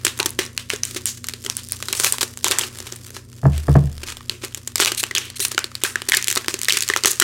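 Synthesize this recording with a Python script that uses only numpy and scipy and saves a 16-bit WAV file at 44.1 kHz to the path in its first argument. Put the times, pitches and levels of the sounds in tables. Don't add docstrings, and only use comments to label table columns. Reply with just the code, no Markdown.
import sys
import numpy as np
from scipy import signal
from scipy.fft import rfft, irfft, next_fast_len
from scipy.io import wavfile
from scipy.ndimage import uniform_filter1d

SR = 44100
rng = np.random.default_rng(int(sys.argv[2]) if len(sys.argv) > 2 else 0)


def wav_out(sig):
    wavfile.write(sys.argv[1], SR, np.round(np.clip(np.atleast_2d(sig).T, -1, 1) * 32767).astype(np.int16))


N = 318843

# t/s, crack peak/dB, ring f/Hz, ring level/dB, boom/dB, fade/ms
SNAPS_AND_ECHOES = [(0.0492, 2, 7900, -2, -22.5, 2.96), (0.0671, 0, 2700, -7, -18.5, 1.6),
                    (0.0803, -9, 3830.0, -3, -47.0, 2.3), (0.1757, -16.5, 10340.0, -12.0, -33.0, 3.1),
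                    (0.1903, -7, 6630, -1, -40, 0.58), (0.1986, -8.5, 4170, -7, -32, 2.8),
                    (0.2011, -1.5, 2430, -2, -15.5, 1.9), (0.201, -11, 1500, 12, -40, 1.2),
                    (0.229, -7, 3750, -4, -50.0, 1.1), (0.249, -21, 8960.0, -3, -13.0, 1.1),
                    (0.259, -2.5, 6200, -24, -13.5, 3.03), (0.293, -12, 10550.0, -8, -29, 0.71),
                    (0.3055, -11, 10400, 10, -33.0, 0.78), (0.3896, -2, 2040, -12, -7, 3.4),
                    (0.452, -17, 8100.0, -14, -43.0, 1.3), (0.463, -19, 5470, 4, -46, 1.6),
                    (0.5655, -30, 6500, -6, -40, 1.4), (0.5776, -1, 2700, -6.5, -55, 0.61),
                    (0.6891, -30, 5810.0, -21, -36, 2), (0.6973, -15, 8600, -4, -40, 1.5),
                    (0.7022, -1, 2630, -5.5, -48, 1), (0.713, -20, 2280.0, -8.0, -46.0, 2.5),
                    (0.7343, -10.5, 3400.0, -10, -4.5, 3.2), (0.7613, -13.5, 6450, 0, -36, 1.0),
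                    (0.8343, 0, 5700, 10, -54, 1), (0.8523, -6.5, 7850, 8, -49.0, 0.57),
                    (0.9108, -15, 8000, -20, -21, 1.6), (0.947, -11.5, 6500.0, -21, -24, 1.5),
                    (0.9616, -10.5, 3900, -19, -7.5, 8.1), (1.057, 1, 8560, 8.5, -56, 0.74),
                    (1.173, -24, 6600, -6, -29, 4.4), (1.2425, -12.5, 4100, -9, -44.0, 2),
                    (1.247, -24.5, 1200, -7, -35, 1.1), (1.269, -15, 7450.0, 5, -39.0, 1.9),
                    (1.286, -7.5, 8560, -17, -33, 1.76), (1.2958, -13, 3930, -11.0, -19, 2),
                    (1.337, -8, 4360, -1.5, -23.5, 1.6), (1.427, -23, 10720.0, -13.0, -25, 1),
                    (1.44, -20, 7280.0, -6.0, -24, 2.2), (1.4485, -15.5, 7150, -1, -15, 2.8),
                    (1.456, -23, 8100.0, -3, -10, 0.71), (1.463, -9.5, 3020, -10, -15, 2.2),
                    (1.472, -27, 7880.0, -11.0, -47.0, 0.94), (1.4994, 1, 5700, 2, -54, 0.55),
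                    (1.568, -4, 9300, 7, -50, 1.2), (1.6874, -13.5, 9000, 11, -43, 0.4),
                    (1.7212, -1, 9700, 8, -58, 1.1), (1.731, -16.5, 5070, 9, -47.0, 2.4),
                    (1.763, -20, 8310.0, 11, -41, 0.9), (1.803, -30, 1340, 13, -35, 1.8),
                    (1.81, -23, 7880.0, -8, -41.0, 0.64), (1.8257, -6, 4060, -20, -42, 1.77),
                    (1.8847, -4.5, 4130, -4, -26, 2.2), (1.906, -24, 2800, -10, -6, 2.1),
                    (1.9279, 0.5, 8700.0, -13, -22.5, 1.44), (1.9327, -8, 2450, 1, -31, 1.5),
                    (1.951, -10.5, 8100, -16, -37, 1.6), (1.9994, 5, 8740.0, -14, -28, 0.79),
                    (2.035, -7, 6270, -21, -33.0, 3.7), (2.041, -6, 8700.0, -7, -22, 0.84),
                    (2.0454, 2, 6250, -15, -34, 1.9), (2.0654, -6.5, 2600, 0, -46.0, 3.6),
                    (2.1236, 1.5, 7800, 8, -57, 1.6), (2.141, -22.5, 1000, 16, -37, 1.9),
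                    (2.1842, -4, 7880.0, -18, -44, 0.5), (2.2093, -4.5, 4600, -20, -30, 3.6),
                    (2.2163, -3.5, 7840, -20, -43, 2.4), (2.2292, -4, 4550, -22, -13.5, 3.4),
                    (2.374, -7.5, 7340, 5, -52, 0.2), (2.4436, 1.5, 7430, -11, -29, 1.9),
                    (2.467, -8, 1030, 0.5, -50.0, 0.76), (2.4763, -9, 6500.0, -12, -50.0, 1.3),
                    (2.483, 0.5, 6530, -8, -38, 0.79), (2.506, -10.5, 4780.0, -11, -8, 1.6),
                    (2.512, 5, 8050, -12, -41, 0.84), (2.518, -2.5, 3550, -8, -50.0, 3),
                    (2.5861, 2.5, 6550, -11, -52, 1.63), (2.5931, -1, 8900, -1, -43.0, 1.7),
                    (2.6117, -9, 3280, 6, -35, 2.1), (2.6346, -12.5, 2750, -0.5, -50.0, 5.1),
                    (2.787, -15, 7000, -19, -33, 1.4), (2.8027, -13, 5650, -17, -18, 1.3),
                    (2.868, -17, 3760, -12, -20, 3.9), (2.924, -9, 6300, 1, -18, 1.4),
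                    (2.96, -20, 8700.0, 2, -40.0, 2.6), (3.067, -18.5, 8250, -3, -40, 0.92),
                    (3.105, -18.5, 6300, -4, -17, 1.3), (3.1658, -16.5, 1730, -10, -45, 3),
                    (3.329, -29, 2930, -14, -40, 2.2), (3.5796, -12, 8450, -14, -22, 0.76),
                    (3.98, -20.5, 5170, -10, -42, 0.73), (4.016, -27.5, 3140, -11.5, -26, 3.9),
                    (4.0324, -15.5, 2730, -4.5, -12.5, 4.2), (4.1214, -17.5, 2460, -9, -32, 3.1),
                    (4.1699, -14.5, 3380, -8, -42, 0.86), (4.208, -23.5, 1180, 2, -28, 1.3),
                    (4.296, -5, 4150, 7, -27, 1.6), (4.2968, -11, 2900, 9, -50, 1),
                    (4.4364, -16.5, 1270, -13, -3, 4), (4.4475, -11.5, 7100, -19, -50.0, 2.86),
                    (4.482, -23, 6000, -6, -45, 1), (4.51, -32, 4500, -3, -45, 0.8),
                    (4.527, -30, 3200, -4, -45, 0.88), (4.547, -5.5, 7000, 3, -48, 1.2),
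                    (4.5736, -20, 8300, -22, -13, 3.7), (4.675, -10, 7200, 2, -26, 2.3),
                    (4.72, -27, 4000, -8, -45, 0.8), (4.7574, 1, 7400, -7, -58, 1.56),
                    (4.7808, -8, 5340.0, -15, -39, 2.2), (4.795, -12, 4130.0, -8, -26, 2.2),
                    (4.8003, -1, 1430, -8, -11.5, 2.2), (4.805, -1, 9500, -6, -45, 0.92),
                    (4.8084, 1.5, 8900, -1, -50.0, 0.55), (4.813, -0.5, 3270.0, -8, -50.0, 1.2),
                    (4.8223, -7.5, 2280.0, -15, -12, 4.2), (4.835, -3, 3020, -13, -50.0, 1.4),
                    (4.8484, 1, 3820, -11, -50.0, 1.3), (4.859, 1, 2780, -19, -49, 0.93),
                    (4.8694, -10, 1680.0, -17, -35, 5.3), (4.877, -7, 2630, 10, -42, 2),
                    (4.9186, -4, 2840, -14, -15, 2.4), (4.9484, -7, 7020.0, -4, -36.0, 0.55),
                    (5.031, -8, 6570, -22, -13, 2.4), (5.0378, 2.5, 2700, -5, -33, 0.72),
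                    (5.066, -19, 7600, -1, -45, 1.5), (5.087, -28, 8500, -5, -45, 1),
                    (5.111, -12, 1980, 5, -16.5, 2.46), (5.151, 1.5, 4100, -3, -28, 2.3),
                    (5.163, -6, 3100, 11, -47, 3.2), (5.1734, -5, 2820, 17, -43, 1.9),
                    (5.1817, 2.5, 5850, -7, -46, 1.7), (5.254, -22, 10600, 10, -45, 2.6),
                    (5.3013, -16.5, 4320, -11.0, -39.0, 2), (5.385, -20, 9500, -5, -45, 0.8),
                    (5.3954, -13.5, 6100, 3, -13.5, 2.1), (5.4024, -4.5, 5540, -3, -22, 1.36),
                    (5.45, -1, 6400, -33, -43, 2.4), (5.483, -9.5, 9100, 6, -30, 1.6),
                    (5.5166, -7.5, 5870, -27, -23, 2.3), (5.526, -15, 9260.0, -16, -47.0, 0.94),
                    (5.5472, -14, 4340, -13, -11, 1.3), (5.5786, -0.5, 1465, 3, -23, 2.4),
                    (5.579, -5.5, 2920, 7, -50, 1.1), (5.591, -4, 4150, -17, -60, 0.93),
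                    (5.6426, -6, 4200, 0, -18.5, 1.6), (5.716, -26, 1260, -2, -28, 2.2),
                    (5.753, -7, 4600, 3, -50, 1.3), (5.815, -20.5, 1660, -13, -31, 6.4),
                    (5.8368, 12.5, 8400, -5, -29.5, 0.75), (5.849, -9.5, 1570, 3, -42, 3),
                    (5.957, -2.5, 1670, 8, -23.5, 0.99), (6.003, -26, 1770, 0, -38, 1.5),
                    (6.0195, -6.5, 1830, -13, -21, 0.8), (6.085, -20, 8230.0, -13, -21, 5),
                    (6.087, -4.5, 8100, -27, -16, 2.9), (6.097, 2, 10470.0, -7, -50.0, 0.65),
                    (6.1201, 2, 2020, 2, -56, 2.04), (6.1336, -7, 1850, 3, -52, 2.8),
                    (6.1394, -2, 3380, 14, -44, 2.2), (6.141, -5.5, 1830, 19, -50, 2.2),
                    (6.1476, -1, 7450.0, -12, -37, 1.5), (6.1695, 1.5, 4530, -18, -23.5, 2.47),
                    (6.214, -19, 2410.0, -12.0, -48.0, 2), (6.226, -4, 6750, -4, -55, 0.4),
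                    (6.2435, -2.5, 8340, -6, -45, 0.57), (6.2736, -3, 6600, -15, -47, 0.37),
                    (6.2827, 5, 7100, -17, -31, 0.57), (6.3015, -3.5, 6540, -12, -50.0, 2.2),
                    (6.3128, -4, 6800, -10, -28, 1.5), (6.3267, -1, 6500.0, -17, -50.0, 0.52),
                    (6.3536, -3.5, 8400, 5, -46, 0.59), (6.3598, 2, 4270, -10, -43, 0.61),
                    (6.3696, -9.5, 1280, 1, -6.5, 3.5), (6.3741, -1.5, 4100, -11, -18, 2.65),
                    (6.445, -17, 1690, -6, -32, 2), (6.4831, 14, 5000, -15, -33, 0.24),
                    (6.5411, -4.5, 4530, -12, -12, 1.9), (6.5911, -11, 6600, 0, -22, 1.4),
                    (6.6158, -2.5, 8300, -18, -51, 0.63), (6.6255, -32, 7240.0, -12.0, -38.0, 2),
                    (6.6332, -2, 8300, -9, -39, 0.47), (6.647, -2.5, 8600, 1, -49.0, 0.57),
                    (6.6548, -12, 3960.0, 6, -32, 0.87), (6.6842, -2, 2070, -5, -58, 3),
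                    (6.6954, -2.5, 3970, -4, -50.0, 2.9), (6.7056, -2, 2900, 10, -47, 2.7),
                    (6.7237, 2.5, 4540, -14, -28.5, 1.2), (6.734, -4, 7450.0, -13, -53, 0.82),
                    (6.7709, 0, 2670, -19, -25, 2.8), (6.7873, -9, 7580.0, -3, -50.0, 1.3),
                    (6.807, -3, 6400, 10, -52, 1), (6.8224, -3.5, 7900, -13, -32, 3),
                    (6.835, -9, 4400, 8, -50.0, 0.99), (6.879, -9.5, 4610.0, 1, -41, 1.4),
                    (6.8886, 3, 6740, -8, -50, 0.57), (6.9001, -1.5, 1820, 3, -14, 1.3),
                    (6.9001, -9, 1160, 6, -50, 1.9), (6.9369, -4.5, 1980, 7, -50.0, 1.8),
                    (6.9628, 4.5, 1330, -7, -32, 0.78), (6.9716, -7, 5540, -5, -17, 2.94),
                    (7.0368, 0, 2880, -10, -22.5, 1.9), (7.0477, 4, 1290.0, -9.5, -18, 0.87),
                    (7.0575, 12, 6200, -2, -41, 1.2), (7.058, -5, 1820, 12, -50, 1.3),
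                    (7.071, -6, 4750, -19, -50.0, 2), (7.078, -4.5, 6420.0, -12, -50.0, 2.6),
                    (7.0982, -12, 10720.0, -10.0, -25, 1.9), (7.107, -5, 9910.0, 4, -48, 2.0),
                    (7.1118, -4, 10100, 13, -50.0, 2.8), (7.1166, -1.5, 7150, 17, -47.0, 0.45),
                    (7.1317, -13, 6240.0, -6, -15, 1.8), (7.1993, 6.5, 7350, -13, -34.5, 1.7)]
# f/Hz, level/dB
SHELL_SPECTRUM = [(290, 4), (500, -1.5), (720, -7.5), (900, -4), (1100, -1.5), (1730, -0.5), (2290, -0.5),
                  (2890, 0.5), (7940, 1), (14900, -11), (16500, -16)]
# t/s, level/dB
GRIP_BODY = [(0, -0.5), (1.2, -4.5), (1.8, 2.5), (2.6, 3.5), (3.3, 3.5), (4.5, 0.5), (5.3, -2), (6.1, -2.5),
             (6.22, -29), (6.33, -7.5), (6.38, 3), (6.6, -7), (6.85, -13.5), (6.93, -2), (7.23, -3)]
# t/s, length/s, crest level/dB, crest place/0-1, ring f/Hz, ring level/dB, boom/dB
GRITTY_BURSTS = [(0.077, 0.031, -26.5, 0.3, 2800, -10, -24), (0.195, 0.031, -28, 0.2, 990, -2, -30),
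                 (0.394, 0.039, -22, 0, 1920, -12, -19), (0.592, 0.03, -33.5, 0.15, 3160, -4, -25),
                 (0.709, 0.051, -29.5, 0.34, 2050, -19, -28), (0.839, 0.11, -34.5, 0, 6890.0, -13, -19),
                 (1.064, 0.038, -20, 0, 6470, 1, -27), (1.44, 0.028, -43, 0.6, 6890.0, -4.0, -12),
                 (1.475, 0.027, -40, 0.9, 1140, 15, -22), (1.509, 0.027, -36, 0.2, 5500, -1, -26),
                 (1.582, 0.033, -35.5, 0.1, 4020, -10, -22), (1.888, 0.023, -35.5, 0.9, 3790.0, -6, -7),
                 (1.954, 0.082, -25.5, 0.68, 7500, -4.0, -23), (2.05, 0.045, -18, 0, 8270.0, -27, -33),
                 (2.13, 0.022, -26.5, 0.1, 8610.0, -10, -29), (2.21, 0.025, -24.5, 0.1, 6200.0, -26, -33),
                 (2.45, 0.038, -22, 0.2, 3220, -9, -10), (2.513, 0.057, -21.5, 0, 1380, -28, -13.5),
                 (2.594, 0.073, -29, 0.4, 2750, -17, -8.5), (2.737, 0.17, -45, 1, 3450.0, -15, -24),
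                 (3.141, 0.049, -35.5, 0.03, 5140, -4, -8), (3.52, 0.091, -40.5, 0.55, 2540, -6, -25),
                 (4.062, 0.044, -31, 0.95, 2460, -34, -11), (4.31, 0.049, -36.5, 0.1, 2780, -7, -4.5),
                 (4.416, 0.041, -34, 0.95, 2080, -37, -10), (4.763, 0.022, -34, 0.44, 4800, -2, -25.0),
                 (4.813, 0.019, -15, 0.7, 3180, -8, -22), (4.865, 0.025, -18, 0.5, 3030, -11, -26.0),
                 (5.03, 0.018, -41, 0.1, 2740, -7, -18.0), (5.118, 0.022, -50, 0.5, 1880, 15, -25),
                 (5.157, 0.13, -31, 0, 3160, 1, -13), (5.197, 0.019, -41, 0.7, 1570, 9, -23),
                 (5.457, 0.026, -39, 0.3, 9200, -6, -25), (5.511, 0.016, -31, 0.4, 2070.0, -13, -17),
                 (5.603, 0.024, -33.5, 0.05, 1600, 8, -21), (5.842, 0.055, -26, 0.1, 1580, -4, -10),
                 (5.87, 0.05, -34.5, 0.1, 8600, 2, -31), (5.969, 0.023, -35, 0.2, 1710, 10, -16),
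                 (6.13, 0.013, -21, 0.6, 2010, -2, -29), (6.148, 0.016, -22.5, 0.3, 2120, -6, -34),
                 (6.173, 0.028, -23.5, 0.05, 2380, 4, -16), (6.281, 0.019, -21.5, 0.3, 6340, -17, -16),
                 (6.362, 0.012, -31, 0.4, 1070, -19, -1), (6.498, 0.034, -33, 0.3, 6350, -1, -8),
                 (6.697, 0.013, -18, 0.4, 3440, 4, -30), (6.732, 0.037, -22.5, 0.33, 2430, -20, -15),
                 (6.892, 0.022, -31, 0.05, 1750, -11, -22), (7.058, 0.059, -22, 0.3, 6500, 2, -14),
                 (7.212, 0.017, -15, 0.64, 1660, -4, -8.5)]
# t/s, level/dB, treble/dB
GRIND_CURVE = [(0, -37.5, -6.5), (.5, -55.5, 2), (1, -42, -3), (1.3, -55.5, 5.5), (1.8, -47, 7.5),
               (2.05, -43, 5), (2.3, -50.5, 5.5), (2.75, -38, -3), (3.05, -42.5, -2), (3.25, -55, -2.5),
               (3.6, -39, -3.5), (4.1, -42.5, -6), (4.7, -52, -1.5), (4.95, -44, -5), (5.35, -44, -21),
               (5.75, -49, -3), (6.25, -33.5, -7.5), (6.6, -38, -5), (7.23, -41, 4.5)]
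# t/s, slip rate/Hz, level/dB
SQUEAK_GLIDES = [
    [(4.973, 371, -20), (4.98, 554, -18.5), (4.99, 957, -26), (5.0, 1440, -19.5), (5.006, 2000, -24),
     (5.012, 2800, -33)],
    [(5.357, 1110, -39), (5.363, 1036, -32), (5.37, 1430, -29.5), (5.377, 2180, -42)],
    [(5.404, 1230, -16), (5.409, 1506, -26), (5.414, 2054, -28), (5.421, 2000, -25), (5.427, 1330, -22.5),
     (5.44, 847, -24), (5.45, 692, -28), (5.46, 532, -27), (5.468, 272, -27), (5.479, 131, -31)],
]
# treble/dB, unevenness/0-1
SQUEAK_TONES = [(1.5, 0.3), (0, 0), (4.5, 0.4)]
# f/Hz, width/Hz, level/dB
ICE_MODES = [(2640, 1200, -1), (4130, 610, 1.5), (6200, 1900, 1.5), (8700, 760, 1), (10100, 1300, -1),
             (13400, 2700, -3)]
# t/s, level/dB, deep modes/dB, hardness/dB
TABLE_KNOCKS = [(3.432, -11.5, 7, -0.5), (3.454, -4, 4, 5.5), (3.683, -6, 7, 6.5), (3.702, -16, -10, -6),
                (3.754, -0.5, -11.5, 6), (3.83, -13.5, -19, -29)]
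# f/Hz, level/dB, t60/s, rise/ms
TABLE_MODES = [(27, -36, 1.5, 20), (57.5, -38, 1.3, 20), (75, -6, 0.65, 44), (118.7, -26, 0.37, 19),
               (139.7, 9, 0.17, 26), (145, -11, 0.19, 20), (191, -8.5, 0.17, 3.3), (286, -8, 0.055, 3.7),
               (337, -16.5, 0.092, 3.3), (464, -4.5, 0.034, 6.6), (665, -8, 0.025, 1.4),
               (803, -20, 0.035, 1.5), (1150, -2, 0.0065, 1.3), (1660, -11, 0.013, 2.3)]
# f/Hz, t60/s
ROOM_DECAY = [(250, 0.34), (700, 0.4), (1740, 0.31), (4590, 0.27), (8000, 0.31), (13000, 0.27)]
# f/Hz, level/dB
FAN_SPECTRUM = [(15, -42), (25, -5), (108, 11), (142, -3), (167, 4), (245, 4), (304, 2), (538, -5.5),
                (669, -16), (2270, -94), (2670, -86), (7510, -71.5), (15200, -96), (16500, -58)]
# f/Hz, level/dB
HUM_LINES = [(59.8, -58), (91, -48.5), (120, -46.5), (240, -52.5)]

BOOM_HZ, BOOM_T60_S = 373, 0.039
FLEX_HZ, FLEX_T60_S = 505, 0.027
OVERTONE_RATIO = 1.568


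def snap(hz, ring_db, boom_db, treble_db, fade_ms, burst, body_db=0., squeeze=1.0):
    t = np.arange(len(burst)) / SR
    fade = max(fade_ms, .05) / 1000
    rise = max(fade - .0025, 0) + 1 / SR
    shock = burst * abs(burst) ** 0.86 * np.exp(-t / fade) * (1 - np.exp(-(t + 1 / SR) / rise))
    shock[0] -= 5.7 * np.exp(-fade_ms / 4.0)
    shell = np.convolve(shock, shell_response(0.96 * (treble_db - 2.0), body_db))[:len(t)]
    kick = 0.5 * shock - 5 * (t == 0)
    width = 0.27 * hz
    partials = (hz, 1), (min(OVERTONE_RATIO * hz, 15000), gain_of(-10.5))
    panel = sum(gain * ring(ring(kick, f, width), f, width) for f, gain in partials)
    crack = unit_rms(shell) + gain_of(ring_db) * unit_rms(panel)
    air_t60 = BOOM_T60_S * gain_of(1.5 * burst[-2])
    air = np.sin(2 * np.pi * BOOM_HZ * squeeze * t) * gain_of(-60 * t / air_t60)
    flex = np.sin(2 * np.pi * FLEX_HZ / squeeze * t) * gain_of(body_db - 10.0 - 60 * t / FLEX_T60_S)
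    boom = (air + flex) * (1 - np.exp(-t / 0.00098))
    return crack / abs(crack).max() + gain_of(boom_db) * boom


def snaps_and_echoes(send_db=-8.5):
    hits, send = np.zeros(N), np.zeros(N)
    bursts = rng.standard_normal((len(SNAPS_AND_ECHOES), 1600))
    for (start, db, hz, ring_db, boom_db, fade_ms), burst in zip(SNAPS_AND_ECHOES, bursts):
        treble_db, body_db = panel_brightness(hz), grip_body(start)
        squeeze = 1 + 0.04 * burst[-1]
        hit = snap(hz, ring_db, boom_db, treble_db, fade_ms, burst, body_db, squeeze)
        add(hits, start, gain_of(db) * hit)
        far_ring_db = min(ring_db, -10) - hz / 2500
        blow = snap(hz, far_ring_db, boom_db - 11.0, treble_db - 3.0, 1, 0 * burst, body_db, squeeze)
        add(send, start, gain_of(db + send_db) * np.sqrt(fade_ms) * blow)
    return hits, send


def shell_response(treble_db=0., body_db=0., size=512):
    hz = abs(np.fft.fftfreq(size, 1 / SR)) + 1
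    tilt_db = treble_db * np.clip(np.log2(hz / 5000), -1, 1.5)
    tilt_db += body_db * np.clip(np.log2(1900 / hz), 0, 1)
    low_cut_db = 21.7 * np.minimum(np.log2(hz / 300), 0)
    log_gain = np.log(gain_of(curve_at(SHELL_SPECTRUM, hz) + tilt_db + low_cut_db))
    minimum_phase = np.exp(np.conj(signal.hilbert(log_gain)))
    return np.fft.ifft(minimum_phase).real[:size // 2]


def panel_brightness(hz):
    return 2 + 2.5 * np.log2(hz / 4880)


def grip_body(t):
    return np.interp(t, *np.transpose(GRIP_BODY))


def gritty_burst(start, length, db, crest, hz, ring_db, boom_db, noise, attack_s=0.0015, release_s=0.017):
    hiss, roughness, wander = noise[:, :round((length + 8 * release_s) * SR)]
    t = np.arange(len(hiss)) / SR
    grit = hiss * gain_of(5 * smoothed(roughness, 24))
    shell = signal.oaconvolve(grit, shell_response(panel_brightness(hz) - 2.0, grip_body(start)))[:len(t)]
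    width = 400 + 0.3 * hz
    bend = 1 + 0.05 * smoothed(wander, 500)
    partials = (hz, 1), (OVERTONE_RATIO * hz, gain_of(-26))
    ringing = sum(gain * unit_rms(gliding_ring(grit, f * bend, width)) for f, gain in partials)
    crackle = unit_rms(unit_rms(shell) + gain_of(ring_db) * ringing)
    boom = gain_of(boom_db) * unit_rms(ring(grit, BOOM_HZ, width=58))
    swell_db = np.interp(t / length, [0, np.clip(crest, .02, .98), 1], [-4, 0, -10.5])
    edges = np.minimum(t / attack_s, 1) * np.exp(-np.maximum(t - length, 0) / release_s)
    return gain_of(db + swell_db) * edges * (crackle + boom)


def grind(grains_per_s=700, pitches=12):
    times, level_db, treble_db = np.transpose(GRIND_CURVE)
    t = np.arange(N) / SR
    sizes = gain_of(6 * np.minimum(rng.exponential(1, N), 3.5))
    fractures = sizes * (rng.random(N) < grains_per_s / SR)
    pitch_index, grains = rng.integers(0, pitches, N), np.zeros(N)
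    for k, burst in enumerate(rng.standard_normal((pitches, 1500))):
        hz = 1300 * 9 ** (k / pitches)
        grain = snap(hz, ring_db=-13.5, boom_db=-26.0, treble_db=4.2, fade_ms=1.0, burst=burst)
        grains += signal.oaconvolve(fractures * (pitch_index == k), grain)[:N]
    smear = signal.oaconvolve(rng.standard_normal(N), shell_response())[:N]
    bed = unit_rms(unit_rms(grains) + 0.28 * unit_rms(smear))
    body, below_treble = (signal.sosfilt(signal.butter(2, edge_hz, fs=SR, output="sos"), bed)
                          for edge_hz in (1100, 4000))
    mids = below_treble - body
    treble = gain_of(np.interp(t, times, treble_db)) * (bed - below_treble)
    return gain_of(np.interp(t, times, level_db)) * (gain_of(grip_body(t)) * body + mids + treble)


def squeak(glide, treble_db, uneven):
    times, rate_hz, level_db = np.transpose(glide)
    t = np.arange(times[0], times[-1] + 0.005, 1 / SR)
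    jitter = 1 + uneven * uniform_filter1d(rng.standard_normal(len(t)), size=60)
    cycles = np.cumsum(np.interp(t, times, rate_hz) * jitter) / SR
    slips = np.diff(np.floor(cycles + 1), prepend=0) * (t < times[-1])
    slips *= gain_of(2.0 * rng.standard_normal(len(t)))
    ice = np.zeros(len(t))
    for k, (hz, width, db) in enumerate(ICE_MODES):
        mode = unit_rms(ring(ring(slips, hz, width), hz, 2 * width))
        ice += (-1) ** k * gain_of(db + treble_db * (hz > 8000)) * mode
    return gain_of(np.interp(t, times, level_db)) * unit_rms(ice)


def knock(deep_db, hard_db, rattle_hz=640, rattle_width_hz=430, rattle_t60_s=0.088):
    t = np.arange(3 * SR // 4) / SR
    shake = ring(rng.standard_normal(len(t)), rattle_hz, rattle_width_hz)
    shake = unit_rms(ring(shake, rattle_hz, rattle_width_hz))
    rattle = gain_of(-22.5 + hard_db - 60 * t / rattle_t60_s) * shake
    thud = np.zeros(len(t))
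    for hz, db, t60, rise_ms in TABLE_MODES:
        decay = gain_of(db + deep_db * (hz < 100) + hard_db * (hz > 250) - 60 * t / t60)
        thud -= decay * (1 - np.exp(-t * 1000 / rise_ms)) * np.sin(2 * np.pi * hz * t)
    return rattle + thud


def hollow_tone(start_s=0.211, hz=895.5, db=-33.5, t60_s=0.28, rise_ms=3):
    t = np.maximum(np.arange(N) / SR - start_s, 0)
    rough = 1 + 0.62 * smoothed(rng.standard_normal(N), 150)
    envelope = gain_of(db - 60 * t / t60_s) * (1 - np.exp(-t * 1000 / rise_ms))
    return envelope * rough * np.sin(2 * np.pi * hz * t)


def room(send, cluster_start_ms=12.0, cluster_end_ms=29.0, onset_db=1.0, cluster_db=4.0):
    taps = np.zeros(SR // 2)
    slots = np.arange(0, len(taps) - 12, 12)
    taps[slots + rng.integers(0, 12, len(slots))] = rng.choice([-1., 1.], len(slots))
    hz, t, spectrum = signal.stft(taps, SR, nperseg=256)
    decay = gain_of(-60 * t / curve_at(ROOM_DECAY, hz)[:, None])
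    tail = signal.istft(spectrum * decay, SR, nperseg=256)[1]
    ms = np.arange(len(tail)) * 1000 / SR
    early_db = np.select([ms < cluster_start_ms, ms < cluster_end_ms], [onset_db, cluster_db])
    uneven_db = 3.3 * smoothed(rng.standard_normal(len(tail)), 60)
    tail *= gain_of(early_db + uneven_db)
    return signal.oaconvolve(send, tail / np.linalg.norm(tail))[:N]


def fan_and_hum(sink_db_per_s=0.79):
    t, size = np.arange(N) / SR, next_fast_len(N)
    colour = gain_of(curve_at(FAN_SPECTRUM, np.fft.rfftfreq(size, 1 / SR)))
    fan = irfft(rfft(rng.standard_normal(size)) * colour, size)[:N]
    bed = gain_of(-50) * unit_rms(fan)
    for hz, db in HUM_LINES:
        waver = smoothed(uniform_filter1d(rng.standard_normal(N), size=3000), 3000)
        phase = 2 * np.pi * (hz * t + rng.random()) + 0.37 * waver
        bed += np.sqrt(2) * gain_of(db + 1.5 * waver) * np.sin(phase)
    return bed * gain_of(2 - sink_db_per_s * t)


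def ring(x, hz, width):
    radius = np.exp(-np.pi * width / SR)
    return 2 * signal.lfilter([1 - radius], [1, -radius * np.exp(2j * np.pi * hz / SR)], x).real


def gliding_ring(x, hz, width):
    carrier = np.exp(2j * np.pi * np.cumsum(hz) / SR)
    radius = np.exp(-np.pi * width / SR)
    feedback = np.convolve([1, -radius], [1, -radius * radius])
    return (carrier * signal.lfilter([1], feedback, x / carrier)).real


def gain_of(db):
    return 10 ** (np.asarray(db) / 20)


def unit_rms(x):
    return x / np.sqrt(np.mean(x ** 2) + 1e-20)


def smoothed(noise, samples):
    return unit_rms(uniform_filter1d(noise, size=samples))


def curve_at(points, hz):
    f, value = np.transpose(points)
    return np.interp(np.log(hz + 1), np.log(f + 1), value)


def add(mix, start, sound):
    part = mix[round(start * SR):][:len(sound)]
    part += sound[:len(part)]


def scene():
    snaps, snap_send = snaps_and_echoes()
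    grit, squeaks, knocks = np.zeros((3, N))
    for row, noise in zip(GRITTY_BURSTS, rng.standard_normal((len(GRITTY_BURSTS), 3, SR // 4))):
        add(grit, row[0], gritty_burst(*row, noise))
    for glide, tone in zip(SQUEAK_GLIDES, SQUEAK_TONES):
        add(squeaks, glide[0][0], squeak(glide, *tone))
    for start, db, deep_db, hard_db in TABLE_KNOCKS:
        add(knocks, start, gain_of(db) * knock(deep_db, hard_db))
    low_cut = signal.butter(2, 105, "high", fs=SR, output="sos")
    send = snap_send + gain_of(-5.5) * grit + gain_of(-13.5) * squeaks
    send += gain_of(-10.0) * signal.sosfilt(low_cut, knocks)
    angle = np.pi * np.arange(N) / SR / .07
    reverb = room(send * np.cos(angle)) + room(send * np.sin(angle))
    return (snaps + grit + squeaks + knocks + reverb + hollow_tone() + grind() + fan_and_hum())[None]


def record(dry, ceiling=.93, cutoff_hz=16400):
    clipped = np.clip(dry, -ceiling, ceiling)
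    low_pass = signal.firwin(255, cutoff_hz, window=("kaiser", 9), fs=SR)
    return signal.oaconvolve(clipped, low_pass[None], "same")


dry = scene()
out = record(dry)
wav_out(out)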